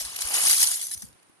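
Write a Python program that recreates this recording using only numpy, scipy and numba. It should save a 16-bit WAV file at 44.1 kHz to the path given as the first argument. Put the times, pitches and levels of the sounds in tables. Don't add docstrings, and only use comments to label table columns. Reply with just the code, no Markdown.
import sys
import numpy as np
from scipy import signal
from scipy.fft import rfft, irfft, next_fast_len
from scipy.io import wavfile
from numba import njit

SR = 44100
rng = np.random.default_rng(int(sys.argv[2]) if len(sys.argv) > 2 else 0)


def persist_wave(psi):
    counts = np.round(np.clip(psi, -1, 1) * 32767).astype(np.int16)
    wavfile.write(sys.argv[1], SR, np.atleast_2d(counts).T)


N = 61739


def seconds():
    return np.arange(N) / SR


def undb(db):
    return 10 ** (np.asarray(db, float) / 20)


def curve(table, t):
    return np.interp(t, *np.array(table, float).T)


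def colour(table, hz, axis=1):
    table = np.array(table)
    return np.interp(np.log(np.maximum(hz, 10)), np.log(table[:, 0]), table[:, axis])


def rms(x):
    return np.sqrt(np.mean(x ** 2))


def tint(x, table):
    gain = undb(colour(table, np.arange(N // 2 + 1) * SR / N))
    y = irfft(rfft(x) * gain, N)
    return y / rms(y)


@njit
def decay(n, start, step, t60, size, glide, attack, group):
    out = np.zeros((2, n))
    for k in range(len(start)):
        for i in range(start[k], min(n, start[k] + int(t60[k]))):
            u = i - start[k]
            envelope = (1 - np.exp(-u / attack)) * 1000. ** (-u / t60[k])
            phase = step[k] * u * (1 + glide * u / t60[k])
            out[group[k], i] += size[k] * envelope * np.sin(phase)
    return out


def rings(t, hz, t60, db, glide=0., attack_s=0.00022):
    start = (t * SR).astype(int)
    near_or_far = np.arange(len(t)) % 2
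    return decay(N, start, 2 * np.pi * hz / SR, t60 * SR, undb(db), glide, attack_s * SR, near_or_far)


def swarm(per_s, table, scatter_db):
    when, where, size, free = rng.random((int(per_s * N / SR), 4)).T
    hz = table[0][0] + (table[-1][0] - table[0][0]) * where
    extra_db = np.minimum(-scatter_db * np.log(size), 13)
    return when * N / SR, hz, colour(table, hz) + extra_db, free


# centre in seconds, shower level in dB before
# the mix, length in seconds, splash in dB against that level.
CLUMPS = [(.012, -31, .012, -17), (.056, -33, .012, -18), (.093, -41, .008, -14), (.151, -38, .006, -16),
          (.164, -30, .006, -17), (.191, -29, .004, -12), (.212, -27, .010, -20), (.222, -26, .010, -21),
          (.255, -31, .006, -14), (.274, -33, .004, -20), (.289, -33, .006, -20), (.310, -38, .008, -6),
          (.322, -31, .008, -16), (.346, -25, .011, -20), (.368, -26, .012, -14), (.385, -28, .006, -10),
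          (.418, -26, .006, -14), (.44, -24, .01, -14), (.472, -23, .01, -16), (.500, -16, .009, -26),
          (.514, -17, .012, -22), (.534, -21, .012, -27), (.546, -21, .004, -27), (.568, -25, .005, -18),
          (.605, -22, .012, -20), (.618, -21, .008, -20), (.635, -17, .013, -18), (.674, -23, .008, -24),
          (.716, -26, .012, -23), (.742, -27, .008, -20), (.816, -30, .006, -23), (.829, -30, .008, -23),
          (.870, -35, .005, -22), (.917, -36, .008, -18), (.931, -35, .004, -23), (.939, -33, .003, -25),
          (.977, -42, .004, -20), (1.023, -39, .005, -14), (1.031, -43, .004, -14), (1.053, -46, .004, -23),
          (1.089, -56, .004, -20), (1.13, -66, .006, -3), (1.165, -67, .006, -2), (1.23, -66, .008, -1),
          (1.298, -66, .004, -3)]


def flow(table, splash=False):
    t = seconds()
    power = undb(curve(table, t)) ** 2
    for at, db, length, wet_db in CLUMPS:
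        u = (t - at) / length * 2
        hump = np.exp(-np.where(u < 0, u ** 6, u ** 2))
        power = power + undb(db + splash * wet_db) ** 2 * hump
    return np.sqrt(power)


# time in seconds, level in dB before the mix.
SHOWER = [(0, -26), (.04, -35), (.13, -38.5), (.25, -32), (.33, -30), (.345, -23), (.4, -24), (.48, -19.5),
          (.545, -22), (.56, -22.5), (.64, -18.5), (.652, -24), (.75, -29.5), (.79, -34.5), (.85, -36),
          (.9, -41.5), (.948, -33.5), (.953, -49.5), (1.01, -46.5), (1.07, -55), (1.11, -65.5), (1.2, -77)]
# pitch in Hz, relative density in dB per Hz.
ICE = [(1200, -25), (2000, -9.5), (3000, -10.5), (4700, -3), (6500, -2), (8200, -5.5), (9000, 3.5),
       (10300, 2.5), (11500, 1), (12700, -8)]
TICKS_PER_S, TICK_SCATTER_DB, TICK_TOP_DB = 2500, 4.5, 12
TICK_CUBE_TAIL_S = .00025
RINGS_PER_S, RING_SCATTER_DB = 5000, 3.6
RING_OVER_TICKS_DB = 2.5
RING_T60_MIN_S, RING_T60_SPAN_S = .013 * .4, .013 * 2


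def shower():
    chance, noise, size = np.moveaxis(rng.random((2, N, 3)), -1, 0)
    tick_db = np.minimum(-TICK_SCATTER_DB * np.log(size), TICK_TOP_DB)
    hits = (chance < TICKS_PER_S / SR) * undb(tick_db)
    keep = np.exp(-1 / (TICK_CUBE_TAIL_S * SR))
    rattle = signal.lfilter([1], [1, -keep], hits ** 3) ** (1 / 3)
    ticks = tint(rattle * (noise - .5), ICE)
    t, hz, db, v = swarm(RINGS_PER_S, ICE, RING_SCATTER_DB)
    glass = rings(t, hz, RING_T60_MIN_S + RING_T60_SPAN_S * v, db)
    sparkle = undb(RING_OVER_TICKS_DB) * glass / rms(glass)
    return (ticks + sparkle) * flow(SHOWER) / 2


# time in seconds, lift in dB of the treble.
FINE_DB = [(0, -4.5), (.6, -1), (.95, 3.5), (1.1, 3)]
FINE_HZ = 7640


def brighten(fall):
    high = signal.butter(2, FINE_HZ, "high", fs=SR, output="sos")
    fine = signal.sosfiltfilt(high, fall)
    return fall + fine * (undb(curve(FINE_DB, seconds())) - 1)


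# start in seconds, level in dB before the mix.
CRACKS = [(.0505, -27), (.162, -31), (.189, -25), (.2078, -29), (.2205, -23), (.2535, -29), (.4995, -17),
          (.5305, -14), (.9155, -31), (1.129, -55), (1.2, -60), (1.231, -57), (1.27, -61), (1.287, -59)]
# pitch in Hz, relative level in dB.
CRACK_BODY = [(300, -30), (900, -6), (2500, -8), (10000, 0), (12300, -8), (13000, -40)]
CRACK_RISE_S = .0005


def cracks():
    t, puffs = seconds(), np.zeros((2, N))
    for k, (at, db) in enumerate(CRACKS):
        u = np.maximum(t - at, 0) / CRACK_RISE_S
        puffs[k % 2] += undb(db) * u * np.exp(1 - u)
    return puffs * tint(rng.standard_normal((2, N)), CRACK_BODY)


# start in seconds, level in dB before panning, pitch in Hz, t60 in seconds.
PINGS = [(.004, -30, 7800, .04), (.051, -25, 9100, .012), (.224, -25, 7100, .03), (.272, -27, 7580, .015),
         (.317, -26, 4640, .03), (.325, -28, 6700, .03), (.377, -27, 2950, .03), (.451, -17, 9300, .012),
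         (.545, -13, 10200, .012), (.497, -14, 8950, .02), (.512, -16, 4750, .035), (.576, -24, 4100, .03),
         (.615, -22, 4250, .04), (.672, -22, 6900, .02), (.706, -24, 6750, .03), (.75, -26, 7630, .03),
         (.814, -26, 8870, .015), (.912, -35, 4030, .08), (.914, -40, 1800, .04), (.913, -24, 10200, .05),
         (.915, -28, 8800, .02), (.928, -26, 10200, .03), (.937, -23, 10200, .015), (.937, -33, 5200, .06),
         (1.042, -52, 4700, .12), (1.05, -46, 9300, .02), (1.058, -47, 9000, .03), (1.117, -58, 5400, .02),
         (1.129, -55, 4600, .025), (1.138, -55, 3900, .02), (1.198, -56, 4500, .02)]
# pitch in Hz, relative level in dB, t60 in seconds.
SHARD = [(6090, 0, .045), (9200, -13, .015), (11900, -16, .02)]
# start in seconds, level in dB before panning.
KNOCKS = [(.838, -29), (.847, -28), (.855, -32), (.868, -33), (.890, -38), (.902, -38), (.914, -37),
          (.944, -28), (.970, -40), (.977, -36), (1.021, -31), (1.027, -34)]
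CLINK_OWN_SIDE, CLINK_OTHER_SIDE = .85, .65


def clinks():
    t, db, hz, t60 = np.array(PINGS, float).T
    pings = rings(t, hz, t60, db)
    t, db = np.array(KNOCKS, float).T
    hz, mode_db, t60 = np.array(SHARD, float).T
    vary = rng.standard_normal((len(t), len(hz), 2)) * [.003, 1]
    knock_hz = (hz * (1 + vary[..., 0])).ravel()
    knock_db = (db[:, None] + mode_db + vary[..., 1]).ravel()
    shard = rings(np.repeat(t, len(hz)), knock_hz, np.tile(t60, len(t)), knock_db)
    both = pings + shard
    return CLINK_OWN_SIDE * both + CLINK_OTHER_SIDE * both[::-1]


# time in seconds, level in dB before the mix.
SPLASH = [(0, -47.5), (.12, -47), (.3, -40), (.35, -33.5), (.48, -35), (.56, -43.5), (.65, -41.5),
          (.76, -50.5), (.8, -54), (.95, -64.5), (1.05, -87.5), (1.2, -82.5)]
# pitch in Hz, relative density in dB per Hz.
WATER = [(150, -12.5), (300, -17.5), (600, -8), (900, 1.5), (1800, -1), (2600, 11.5)]
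# start in seconds, level in dB before the mix, start pitch in Hz, t60 in seconds.
BUBBLES = [(.010, -42, 580, .05), (.188, -41, 750, .015), (.305, -35, 720, .035), (.383, -39, 680, .03),
           (.627, -36, 850, .025), (1.026, -36, 1700, .025)]
DROPS_PER_S, DROP_SCATTER_DB = 4000, 2.2
DROP_MIN_CYCLES, DROP_SPAN_CYCLES = 7.5 * .32, 7.5 * 1.75
DROP_GLIDE, BUBBLE_GLIDE = .2, .45


def splash():
    t, hz, db, v = swarm(DROPS_PER_S, WATER, DROP_SCATTER_DB)
    t60 = (DROP_MIN_CYCLES + DROP_SPAN_CYCLES * v) / hz
    even_db = db + 10 * np.log10(hz)
    drops = rings(t, hz, t60, even_db, glide=DROP_GLIDE, attack_s=0.00091)
    patter = drops / (np.sqrt(2) * rms(drops)) * flow(SPLASH, splash=True)
    t, db, hz, t60 = np.array(BUBBLES, float).T
    return patter + rings(t, hz, t60, db, glide=BUBBLE_GLIDE, attack_s=0.00037)


# centre in seconds, peak in dB at the left port, pitch in Hz,
# length in seconds.
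BUMPS = [(0.028, -48.5, 50, 0.033), (0.053, -46.5, 61.4, 0.053), (0.151, -56.5, 81, .04),
         (0.255, -40, 59, 0.021), (.45, -56, 197, 0.05), (0.957, -47.5, 151, 0.0086),
         (0.976, -47.5, 85, .027), (1.04, -35, 198, 0.014), (1.085, -56, 142, .023),
         (1.155, -53, 202, 0.0041), (1.298, -48, 250, 0.0045)]
BUMP_PAN_DB, BUMP_LAG_S = 3, .0025


def bumps():
    t = seconds() - np.array([[0], [BUMP_LAG_S]])
    out = 0
    for at, db, hz, length in BUMPS:
        hump = np.exp(-((t - at) / length * 2) ** 2)
        out = out + undb(db) * hump * np.cos(2 * np.pi * hz * (t - at))
    return out * undb([[0], [-BUMP_PAN_DB]])


# time in seconds, level in dB before the ports are mixed.
RUMBLE = [(0, -64.5), (.3, -74), (.45, -58), (.52, -83), (.58, -66.5), (.64, -100), (.75, -82),
          (.92, -72.5), (1.1, -60.5), (1.2, -88), (1.4, -99)]
RUMBLE_HZ = 51.4, 198


def rumble():
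    band = signal.butter(2, RUMBLE_HZ, "band", fs=SR, output="sos")
    a, b = signal.sosfilt(band, rng.standard_normal((2, N)))
    two_ports = np.array([1.2 * (a + .7 * b), a - .7 * b])
    return two_ports / np.std(a) * undb(curve(RUMBLE, seconds()))


# pitch in Hz, relative density in dB per Hz.
AIR = [(40, -57.5), (100, -16), (311, -11.5), (566, -16), (934, -14.5), (1620, -17), (2610, -21),
       (9450, -31), (12000, -61), (13000, -76.5)]
# time in seconds, level in dB before widening.
AIR_DB = [(1.1, -64), (1.4, -67.5)]


def air():
    a, b = tint(rng.standard_normal((2, N)), AIR) * undb(curve(AIR_DB, seconds()))
    return np.array([a + b, a - 1.08 * b])


# pitch in Hz, lead of the left in radians, spread between
# near and far pieces in radians, left over right in dB.
PORTS = [(350, .8, 1, 0.5), (670, 0.59, 0.68, 3.5), (1000, 1.73, .5, 0.5), (1310, 1.41, 0.98, 1.5),
         (2695, 2.95, 0.27, 0.5), (3310, 10.2, 2, 7.5), (4140, 8.4, 1.2, -4), (4940, 14, 2, 6.5),
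         (6100, 6.54, 1.38, -1), (7040, 6.7, 1.2, -1), (9430, 7.86, 1.1, 4), (9250, 8.84, 0.2, -3.5),
         (10900, 5.64, 1.9, 1.5), (11900, 9.5, 0.84, -0.5), (12300, 5.9, 1, 0.5)]


def ports(near, far):
    n = next_fast_len(N + SR // 10)
    hz = np.arange(n // 2 + 1) * SR / n
    lead, spread = colour(PORTS, hz), colour(PORTS, hz, axis=2)
    pan = undb(colour(PORTS, hz, axis=3) / 2)
    a, b = rfft(near, n), rfft(far, n)
    left = a + b
    right = (a * np.exp(1j * spread) + b * np.exp(-1j * spread)) * np.exp(-1j * lead)
    return irfft(np.array([left * pan, right / pan]), n)[:, :N]


def scene():
    fall = brighten(shower())
    low_cut = signal.butter(3, 220, "high", fs=SR, output="sos")
    ice = signal.sosfilt(low_cut, fall + cracks() + splash())
    return ports(*ice) + clinks() + bumps() + air() + rumble()


def record(dry):
    top_cut = signal.ellip(10, .2, 80, 12700, fs=SR, output="sos")
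    return signal.sosfilt(top_cut, dry)


dry = scene()
out = record(dry)
persist_wave(out)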